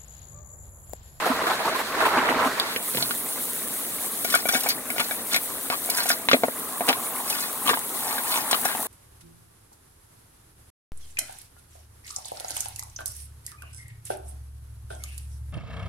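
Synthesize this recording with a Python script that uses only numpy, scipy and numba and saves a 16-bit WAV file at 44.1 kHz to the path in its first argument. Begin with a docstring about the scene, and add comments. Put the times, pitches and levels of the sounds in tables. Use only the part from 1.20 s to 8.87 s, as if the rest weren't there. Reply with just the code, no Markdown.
"""First a spray hisses and gurgles in surges over suds in a steel sink, with a dull plunge under everything.
A button snaps, the spray head docks with a low rumble and a single stream hisses while bubbles ring in foam.
Dishes knock, tick and scrape: knocks are fading tones with a crack, scrapes are trains of tiny clicks.
Coloured noise makes the hisses and the steel bowl hums and booms. A phone close above listens with two ports."""
import sys
import numpy as np
from scipy import signal
from scipy.fft import rfft, irfft, next_fast_len
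from scipy.io import wavfile
from scipy.ndimage import uniform_filter1d
from numba import njit

SR = 44100
rng = np.random.default_rng(int(sys.argv[2]) if len(sys.argv) > 2 else 0)


def bounce(signal):
    """Save signal as a 16-bit WAV file at the path given by the first command-line argument."""
    frames = np.transpose(np.atleast_2d(signal))
    limited = np.clip(frames, -1, 1)
    pcm = np.round(limited * 32767).astype(np.int16)
    wavfile.write(sys.argv[1], SR, pcm)


N = 338247

# spray sweeping the foam: (time [s], gurgle level [dB])
SPRAY_LEVEL = [(0, -35.5), (.3, -37.5), (.36, -41.5), (.5, -38.5), (.64, -45.5), (.73, -41), (.78, -32.5),
               (.91, -32), (1.0, -30.5), (1.14, -31.5), (1.26, -31.5), (1.3, -40), (1.42, -39.5),
               (1.6, -57)]
# jets breaking through the foam: (time [s], swell level [dB], bubble pitch [Hz])
JET_SURGES = [(0.053, -25, 750), (0.089, -34, 655), (0.212, -33, 1110), (0.266, -25, 1380),
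              (0.298, -28, 880), (0.325, -39, 1500), (0.391, -30.5, 730), (0.448, -33, 900),
              (0.477, -36.5, 1200), (0.512, -39, 700), (0.544, -29.5, 1070), (0.588, -29, 1160),
              (0.734, -42, 1030), (0.803, -29, 1120), (0.851, -24.5, 920), (0.969, -30.5, 820),
              (1.085, -27, 900), (1.19, -31, 982), (1.247, -34, 1000), (1.37, -34, 1100)]
# single stream: (time [s], hiss level [dB], froth level [dB])
STREAM_LEVELS = [(1.4, -41, -35), (1.65, -29.5, -41.5), (3, -30, -43), (3.5, -33.5, -39),
                 (3.58, -34.5, -42), (3.8, -32, -41), (4.6, -32, -43), (4.95, -32, -38.5), (5.06, -35, -44),
                 (5.3, -34, -44), (5.7, -31, -40), (6.7, -31, -43), (7.15, -29, -39.5), (7.67, -30.5, -41)]
# dull dish knocks: (time [s], level [dB], ring pitch [Hz], crack level relative to the knock, before trims [dB])
DISH_KNOCKS = [(1.561, -15, 500, 4.5), (1.747, -13.5, 514, -2), (1.771, -14, 420, 1),
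               (1.780, -15.5, 900, -13), (1.824, -16.5, 706, -6), (1.908, -17, 1510, 2.5),
               (3.047, -17, 680, 2), (3.14, -5.5, 1405, -7), (3.154, -6, 1430, -24), (3.254, -10, 630, -11),
               (3.289, -11.5, 1540, 0.5), (3.334, -15, 690, -10), (3.346, -13, 2270, -3),
               (3.351, -9, 1560, -8), (3.362, -18, 1610, -12), (3.46, -11, 794, -22), (3.47, -19, 800, -25),
               (3.701, -17, 2260, -25), (3.761, -20, 690, -4), (3.781, -20.5, 2190, 7),
               (3.796, -19, 2420, 8), (3.801, -13.5, 1370, 1), (3.808, -17, 880, 0),
               (3.909, -13.5, 1624, -8), (4.142, -12, 2250, -13), (4.161, -14, 2270, 1), (4.5, -15, 724, 5),
               (4.689, -17, 714, -14), (4.783, -13.5, 1600, -12), (4.856, -14, 810, -10),
               (4.901, -7.5, 1610, -16), (4.916, -18, 1640, -15), (5.086, -10, 1080, 7),
               (5.113, -5.5, 1410, 3), (5.131, 2, 560, -1), (5.142, 2, 590, -34), (5.166, -15.5, 603, -25),
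               (5.234, 2.5, 633, -19), (5.245, -13, 636, -30), (5.282, -6.5, 576, -31),
               (5.606, -6, 695, -18), (5.616, -12, 690, -30), (5.682, -18, 636, 5), (5.688, -11.5, 685, 9),
               (5.693, -13, 2430, 2), (5.702, -8, 624, -9), (5.728, -21.5, 680, 11), (6, -16.5, 945, -29),
               (6.457, -18.5, 303, -4), (6.463, -18, 1240, -8), (6.474, -15, 3150, 1),
               (6.480, -12, 1060, -3), (6.491, -6.5, 1240, -3), (6.495, -9.5, 1040, 1),
               (6.501, -11, 1643, -3), (6.509, -9, 430, -19), (6.532, -7.5, 976, -18),
               (6.539, -13, 1500, -1), (6.571, -11.5, 890, -16), (6.981, -13.5, 1640, -17),
               (7.14, -17, 1460, 3), (7.158, -17, 990, 2), (7.174, -13.5, 875, -5), (7.312, -17, 1470, -2),
               (7.329, -11, 855, 4.5), (7.343, -10, 1317, -3), (7.453, -5, 808, -24),
               (7.455, -14, 1620, -18), (7.486, -15.5, 1640, -25), (7.549, -10.5, 820, -14)]
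# bright ticks of cutlery and hard rims: (time [s], level [dB], centre [Hz], time to fall 60 dB [s])
BRIGHT_TICKS = [(1.823, -17, 3900, 0.018), (3.044, -18, 11900, 0.037), (3.1, -20.5, 9400, .035),
                (3.149, -12, 9700, 0.03), (3.2858, -15.5, 10000, .04), (3.333, -21, 11600, .02),
                (3.345, -20, 6100, 0.022), (3.362, -21, 8000, .025), (3.403, -20, 11700, 0.045),
                (3.4333, -18, 11800, 0.027), (3.487, -11, 12400, 0.033), (3.498, -24.5, 4700, 0.053),
                (3.7988, -20.5, 9360, 0.028), (4.143, -17, 4030, 0.036), (4.16, -17.5, 8500, 0.031),
                (4.699, -9.5, 10900, 0.023), (4.7684, -21, 10400, 0.076), (4.83, -21, 10700, 0.044),
                (4.857, -20, 10500, 0.017), (4.865, -16, 8400, .015), (4.888, -14, 9800, 0.047),
                (4.902, -22, 10000, 0.026), (4.912, -18.5, 5030, 0.021), (5.685, -16.5, 9100, 0.031),
                (6.0984, -15.5, 10000, 0.031), (7.31, -13, 8950, 0.031), (7.449, -18.5, 9900, 0.042)]
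# scrapes and rumbles: first a low rumble as the spray head docks, then dragged dishes:
# (start [s], length [s], body level [dB], body pitch [Hz], rasp level [dB])
SCRAPES_AND_RUMBLES = [(1.7, 0.21, -43.5, 139, -37.5), (3.053, 0.17, -57, 1320, -32),
                       (3.292, 0.11, -39, 764, -29), (3.413, 0.11, -42, 824, -32.5),
                       (3.484, 0.048, -48, 2270, -35), (3.748, 0.13, -47, 880, -34),
                       (4.101, 0.081, -54, 2100, -28), (4.497, 0.063, -35.5, 1110, -35.5),
                       (4.685, 0.17, -43, 980, -32.5), (4.756, 0.1, -45, 1560, -43),
                       (4.865, 0.082, -50, 1450, -28), (5.668, 0.057, -28.5, 794, -52),
                       (6.013, 0.31, -58, 1110, -34.5), (6.45, 0.088, -34, 1170, -31.5),
                       (6.773, 0.26, -39, 837, -36.5), (7.031, 0.22, -42, 1070, -32),
                       (7.282, 0.092, -37.5, 1040, -55), (7.414, 0.16, -44, 1590, -42)]
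# tones in one dish: (multiple of ring pitch [1], level [dB], share of the ring's fade time [1])
DISH_TONES = [(1, 9, 0.12), (1.004, -10, 0.87), (2.198, -6, 0.19), (3.301, -13.5, 0.3)]
# stacked bowls that ring along: (pitch [Hz], level relative to the knock [dB], time to fall 60 dB [s])
PILE_TONES = [(690, -4, 0.017), (1483, -15.5, 0.065), (2234, -18, 0.062), (3320, -32, 0.048)]
# broad hums of the steel bowl: (pitch [Hz], width [Hz], level [dB])
BOWL_HUMS = [(259, 210, -3.5), (632, 23, 2), (1026, 24, -11), (1330, 31, -19)]
# the bowl booms when jets or a dish meet its wall: (time [s], level [dB])
BOWL_BOOMS = [(0.098, -16.5), (0.973, -21), (1.106, -23), (1.155, -25.5), (1.258, -19.5), (3.347, -27),
              (5.135, -17), (5.688, -21.5)]
# reflection off the side of the bowl: (delay [s], level [dB])
BOWL_ECHOES = [(.0043, -12)]
# tone colour of the churned foam: (frequency [Hz], relative level per Hz [dB])
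GURGLE_COLOUR = [(150, -16.5), (250, -15), (400, -4), (620, -4), (1000, 2.5), (1500, -3), (2200, -10.5),
                 (3500, -20)]
# tone colour of the fine jets: (frequency [Hz], relative level per Hz [dB])
MIST_COLOUR = [(1800, 7), (3000, -4), (4000, 0.5), (5200, -6.5), (7000, -5.5), (10000, -5), (13000, -7),
               (16000, -10.5)]
# tone colour of the tap's hiss: (frequency [Hz], relative level per Hz [dB])
HISS_COLOUR = [(1500, -13), (2500, -14.5), (3700, -7), (5000, -13), (7000, -5), (9300, 4.5), (10100, 3.5),
               (11300, 6), (12600, -0.5), (16000, 3)]
# tone colour of water plunging under foam: (frequency [Hz], relative level per Hz [dB])
PLUNGE_COLOUR = [(20, -10.5), (60, -17), (100, -9), (180, -5.5), (255, 4), (340, -3.5), (450, 0.5),
                 (800, -18.5), (1500, -13), (3000, -35)]
# tone colour of the stream's bubbles: (frequency [Hz], relative level per Hz [dB])
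FROTH_COLOUR = [(400, -7.5), (630, 5), (800, 1.5), (1050, 4), (1350, -2), (1900, -2), (2800, -12.5)]
# tone colour of the scraping clicks: (frequency [Hz], relative level per Hz [dB])
RASP_COLOUR = [(1500, 12), (3000, 4), (5500, 5.5), (9000, 8.5), (13000, 6.5), (16000, -6)]
# tone colour of the spray button: (frequency [Hz], relative level per Hz [dB])
SWITCH_COLOUR = [(2600, -23), (3900, -2), (5000, -15), (16000, -16)]
# opposite-phase part at the two ports: (frequency [Hz], level added to the side signal [dB])
PORT_COLOUR = [(60, -19), (110, -11), (200, -23), (380, -16), (700, -12.5), (1290, -6), (2380, 0),
               (4400, 5), (8120, -6), (11000, -11), (15000, -4)]
# where things are heard: (time [s], water left minus right [dB], dishes left minus right [dB])
PLACES = [(0, -1, -1), (1.3, -1, -1), (3, 1.5, 4), (4.6, 2, 2), (5.1, 0.5, 3), (7.1, 2, 2.5),
          (7.67, 2, 6.5)]

MIST_DB, RUMBLE_DB = -34, -19  # mist of the jets; rumble relative to the gurgle
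PLUNGE_DB, MUFFLE_DB_PER_S = -42, -0.21  # the plunge grows fainter as the basin fills
# a sunken dish sounds hollow under the stream; its pitch sinks as it fills with foam
HOLLOW_S, HOLLOW_DB = 5.33, 2
HOLLOW_HZ, HOLLOW_END_HZ, HOLLOW_WIDTH_HZ = 1090, 865, 186
CUP_S, CUP_DB = 6.45, -7  # water spilling off a cup plops into the foam
BOOM_RISE_S, BOOM_S = 0.005, 0.019  # rise time; time scale of the bell-shaped fade
KNOCK_DELAY_S = .0012  # each knock starts this long after its listed time
KNOCK_T60_S, KNOCK_BOOM_DB = 0.036, -27.5  # ring's full fade time; bowl boom relative to each knock
PILE_START_S, PILE_END_S = 3.0, 4.97  # while the stack is handled
SWITCH_S, SWITCH_DB, SWITCH_T60_S = 1.3986, -14, 0.008  # the spray button snaps over
BASS_HZ, TOP_HZ = 25, 15750  # limits of the phone


def undb(db):
    """Turn decibels into a plain multiplier."""
    return 10 ** (np.asarray(db) / 20)


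def unit(x):
    """Bring a sound to an average (RMS) strength of 1."""
    return x / np.sqrt(np.mean(x ** 2))


def curve(table):
    """Join the columns of a table in time by straight lines."""
    s, *columns = np.transpose(table)
    return [np.interp(np.arange(N) / SR, s, c) for c in columns]


def shape_db(spectrum, hz):
    """Read a tone colour at any frequency, with straight lines on a pitch scale."""
    points_hz, points_db = np.array(spectrum).T
    return np.interp(np.log(hz), np.log(points_hz), points_db)


def colour(x, spectrum):
    """Weight the frequencies of a sound by a tone colour."""
    size = next_fast_len(N)
    hz = np.arange(1, size // 2 + 2) * SR / size
    return irfft(rfft(x, size) * undb(shape_db(spectrum, hz)), size)[..., :N]


def band(x, hz, width):
    """Resonance with gain 1 at its centre."""
    return signal.lfilter(*signal.iirpeak(hz, hz / width, SR), x)


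def double_band(x, hz, width):
    """The same resonance twice in a row, for steeper sides."""
    return band(band(x, hz, width), hz, width)


def walk(rate):
    """Random levels, new at this rate per second, smoothed twice, without slow drift; spread 1."""
    hold = int(SR / rate)
    steps = np.repeat(rng.standard_normal(N // hold + 1), hold)
    x = uniform_filter1d(uniform_filter1d(steps, hold), hold)[:N]
    return unit(x - uniform_filter1d(x, 6 * hold))


def add(out, s, x):
    """Lay a short sound into the scene."""
    i = int(s * SR)
    out[i:i + len(x)] += x[:N - i]


def pan(mid, side, pan_db):
    """Left and right ports: a placed sound plus a part that arrives in opposite phase."""
    sign = np.array([[1], [-1]])
    return (mid + sign * colour(side, PORT_COLOUR)) * undb(sign * pan_db / 2)


def walls(x, t60):
    """A short dense scatter off the pile and the steel: noise that fades 60 dB in t60 seconds."""
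    age = np.arange(int(t60 * SR)) / SR
    tail = rng.standard_normal(len(age)) * undb(-60 * age / t60)
    return signal.fftconvolve(x, tail / np.sqrt(np.sum(tail ** 2)))[:N]


def basin(x):
    """The steel bowl hums at a few broad pitches, as loud as what drives it."""
    hum = sum(undb(db) * band(x, hz, width) for hz, width, db in BOWL_HUMS)
    return unit(hum) * np.std(x)


def boom(age, db):
    """The lowest hum of the bowl swells quickly and dies."""
    envelope = np.clip(age / BOOM_RISE_S, 0, 1) * np.exp(-(age / BOOM_S) ** 2)
    return undb(db) * envelope * np.sin(2 * np.pi * BOWL_HUMS[0][0] * age)


@njit
def ring(start, hz, cycles, size, glide, length, rate):
    """Each bubble is a tone that swells, fades and rises in pitch."""
    y = np.zeros(length)
    for k in range(len(start)):
        life = cycles[k] * rate / hz[k]
        step, phase = 2 * np.pi * hz[k] / rate, 0.
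        for i in range(min(int(5 * life), length - start[k])):
            phase += step * (1 + glide * i / life)
            y[start[k] + i] += size[k] * (np.exp(-i / life) - np.exp(-5 * i / life)) * np.sin(phase)
    return y


def bubbles(count, length, spectrum, cycles, scatter_db, glide):
    """A cloud of bubbles of all sizes over the first samples; a few are much louder than the rest."""
    place, pitch, life, loud = rng.random((count, 4)).T
    lo, hi = spectrum[0][0], spectrum[-1][0]
    hz = lo * (hi / lo) ** pitch
    # equal numbers per octave and equal cycles: energy per Hz falls 6 dB an octave, so size grows with pitch
    size = hz * undb(shape_db(spectrum, hz) - scatter_db * np.log(.02 + loud))
    start = (place * length).astype(np.int64)
    cloud = ring(start, hz, cycles * (.5 + life), size, glide, length, 1. * SR)
    return np.pad(unit(cloud), (0, N - length))


def flicker(spectrum, shared_db, own_db, drops_db):
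    """Noise in narrow strips that swell together and flicker alone, with droplets ticking in it."""
    drop_db = drops_db * np.minimum(rng.exponential(size=N), 5)
    drops = unit(rng.standard_normal(N) * undb(drop_db) * (rng.random(N) < .03))
    x = colour(rng.standard_normal(N) + .4 * drops, spectrum)
    swell = walk(16)
    strips_hz = 1500 * 2 ** np.arange(0, 3.5, 1 / 5)
    return unit(sum(band(x, hz, hz / 5) * undb(shared_db * swell + own_db * walk(35)) for hz in strips_hz))


def hollow_dish(pour, t):
    """A sunken dish resonates under the stream, fading over to a lower pitch as it fills with foam."""
    sunk = np.clip((t - HOLLOW_S) / (t[-1] - HOLLOW_S), 0, 1)
    early = np.sqrt(1 - sunk) * band(pour, HOLLOW_HZ, HOLLOW_WIDTH_HZ)
    late = np.sqrt(sunk) * band(pour, HOLLOW_END_HZ, HOLLOW_WIDTH_HZ)
    return undb(HOLLOW_DB) * np.clip((t - HOLLOW_S) / 0.019, 0, 1) * (early + late)


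def cup_spill():
    """Water spilling off a cup frees extra bubbles that plop from then on."""
    start = int(CUP_S * SR)
    plops = bubbles(count=200, length=N - start, spectrum=FROTH_COLOUR, cycles=7.0, scatter_db=3.5, glide=0.12)
    return undb(CUP_DB) * np.roll(plops, start)


def stream():
    """Air and water hiss at the tap and free ringing bubbles; a dull plunge under the foam runs throughout."""
    hiss_db, froth_db = curve(STREAM_LEVELS)
    t = np.arange(N) / SR
    on = np.clip((t - 1.41) / 0.13, 0, 1)
    hiss = flicker(HISS_COLOUR, shared_db=1.0, own_db=2.8, drops_db=4.5)
    plunge = unit(colour(rng.standard_normal(N), PLUNGE_COLOUR)) * undb(0.98 * walk(26))
    froth = bubbles(count=10000, length=N, spectrum=FROTH_COLOUR, cycles=5.1, scatter_db=3.0, glide=0.073)
    froth = unit(undb(1.3 * walk(40)) * froth + undb(-17.0) * basin(froth))
    pour = froth + unit(colour(rng.standard_normal(N), FROTH_COLOUR))
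    froth = froth + hollow_dish(pour, t) + cup_spill()
    flow = on * (hiss * undb(hiss_db) + froth * undb(froth_db))
    return flow + plunge * undb(PLUNGE_DB + MUFFLE_DB_PER_S * t)


def spray():
    """Many fine jets churn the foam into bubbles and shake the bowl; where they break through, it surges."""
    gurgle_db, = curve(SPRAY_LEVEL)
    t = np.arange(N) / SR
    on = np.clip((1.58 - t) / 0.048, 0, 1)
    churn = bubbles(count=5000, length=2 * SR, spectrum=GURGLE_COLOUR, cycles=3.3, scatter_db=2.0, glide=0.06)
    churn = unit(undb(1.5 * walk(30.56)) * churn)  # the foam gives way in clumps
    churn = churn + undb(-6) * basin(churn)
    mist = flicker(MIST_COLOUR, shared_db=1.2, own_db=2.4, drops_db=2.5)
    rumble = unit(band(rng.standard_normal(N), 70, 120)) * undb(RUMBLE_DB + 4 * walk(12))
    out = undb(gurgle_db) * (churn + rumble) + undb(MIST_DB) * mist
    for s, db, hz in JET_SURGES:
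        span = slice(int(s * SR), int((s + .07) * SR))
        age = t[span] - s
        swell = undb(db) * np.clip(age / 0.0026, 0, 1) * np.exp(-(age / 0.03) ** 4)
        pitched = unit(band(churn[span], hz, 0.11 * hz))
        out[span] += swell * (0.81 * unit(churn[span]) + 0.63 * pitched + undb(-15.0) * mist[span])
    return out * on


def switch_snap(age):
    """The spray button snaps over: a very short burst of coloured noise."""
    burst = unit(colour(rng.standard_normal(N), SWITCH_COLOUR)[:len(age)])
    return undb(SWITCH_DB - 60 * age / SWITCH_T60_S) * burst


def knock(age, hz, crack_db, pile_rings, noise, detune):
    """A struck dish rings at its own pitches, rattles and cracks; the bowl booms below."""
    fall_db = -60 * age / KNOCK_T60_S
    x = np.zeros(len(age))
    for (multiple, db, share), d in zip(DISH_TONES, detune):
        tone_hz = hz * multiple * (1 + 0.039 * d * (multiple > 1))  # only the upper tones stray
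        x += undb(db + fall_db / share) * np.sin(2 * np.pi * tone_hz * age)
    x += undb(-20 - 60 * age / 0.05) * unit(double_band(noise, hz, 0.6 * hz))  # the dish rattles as it settles
    if pile_rings:
        for (tone_hz, db, t60), d in zip(PILE_TONES, detune[::-1]):
            tone = np.sin(2 * np.pi * tone_hz * (1 + 0.015 * d) * age)
            x += undb(db + 0.67 * d - 60 * age / t60) * tone
    x = x * (1 - np.exp(-age / 0.0015))  # the knock swells in over about 1.5 ms
    x += undb(crack_db + 5.0 - 60 * age / 0.0012) * np.sin(2 * np.pi * 2200 * age)  # the first contact snaps
    crack = unit(band(band(noise, 1800, 3500), 2000, 4500))
    x += undb(crack_db - 15 - 60 * age / 0.016) * crack
    return x + boom(age, KNOCK_BOOM_DB)


def tick(age, db, hz, t60, noise):
    """Hard rims touch: a narrow and a wide band of noise rise softly and die away."""
    x = unit(band(noise, hz, 0.18 * hz)) + 0.71 * unit(band(noise, hz, 1.16 * hz))
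    return undb(db - 60 * age / t60) * (1 - np.exp(-age / 0.0035)) * x


def add_scrapes_and_rumbles(out):
    """Stick-slip: a dense uneven train of tiny clicks drives a resonant body and a bright rasp."""
    slips = unit(rng.standard_normal(N) * undb(3 * walk(300) + 1.2 * rng.exponential(size=N)))
    grit = colour(slips, RASP_COLOUR)
    rings_hz = 1500 * 2 ** np.arange(0, 3.4, 1 / 4)
    rasp = unit(sum(band(grit, hz, hz / 14) * undb(4.5 * walk(90)) for hz in rings_hz))  # rings come and go
    for s, length, body_db, hz, rasp_db in SCRAPES_AND_RUMBLES:
        span = slice(int(s * SR), int((s + length) * SR))
        hum = unit(band(slips[span], hz, .06 * hz))
        body = 1.3 * hum + unit(double_band(slips[span], hz, 1.6 * hz))
        add(out, s, np.hanning(len(body)) ** 0.52 * (undb(body_db) * body + undb(rasp_db) * rasp[span]))


def dishes():
    """Knocks, booms, ticks, the button's snap, the docking rumble and scrapes, with an echo off the bowl."""
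    out, age = np.zeros(N), np.arange(int(.2 * SR)) / SR
    chance = rng.standard_normal((len(DISH_KNOCKS), 2, len(age)))
    for (s, db, hz, crack_db), (noise, detune) in zip(DISH_KNOCKS, chance):
        pile_rings = PILE_START_S < s < PILE_END_S
        add(out, s + KNOCK_DELAY_S, undb(db) * knock(age, hz, crack_db, pile_rings, noise, detune))
    for s, db in BOWL_BOOMS:
        add(out, s, boom(age, db))
    for (s, db, hz, t60), noise in zip(BRIGHT_TICKS, rng.standard_normal((len(BRIGHT_TICKS), len(age)))):
        add(out, s, tick(age, db, hz, t60, noise))
    add(out, SWITCH_S, switch_snap(age))
    add_scrapes_and_rumbles(out)
    direct = band(out, 1340, 5900)  # foam soaks up the treble on the way
    for s, db in BOWL_ECHOES:
        add(out, s, undb(db) * direct)
    return out


def scene():
    """Water is wide, with other bubbles in the opposite-phase part; dishes reach it a quarter cycle off."""
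    water_db, dish_db = curve(PLACES)
    high_pass = signal.butter(2, 150, "high", fs=SR, output="sos")
    hits = signal.sosfilt(high_pass, dishes())  # small things make no deep bass
    late = signal.hilbert(hits, next_fast_len(N))[:N].imag  # a quarter cycle out of step
    water = pan(spray() + stream(), spray() + stream(), water_db)  # each call draws other bubbles
    hits_side = undb(2.5) * walls(hits, 0.091) - undb(-1.5) * late
    return water + pan(hits, hits_side, dish_db)


def record(dry):
    """The phone drops the deepest bass, rounds the loudest peaks and cuts the top."""
    thin = signal.sosfilt(signal.butter(1, BASS_HZ, "high", fs=SR, output="sos"), dry)
    rounded = 1.3 * np.tanh(thin / 1.3)
    return signal.sosfilt(signal.ellip(10, .2, 70, TOP_HZ, fs=SR, output="sos"), rounded)


dry = scene()
out = record(dry)
bounce(out)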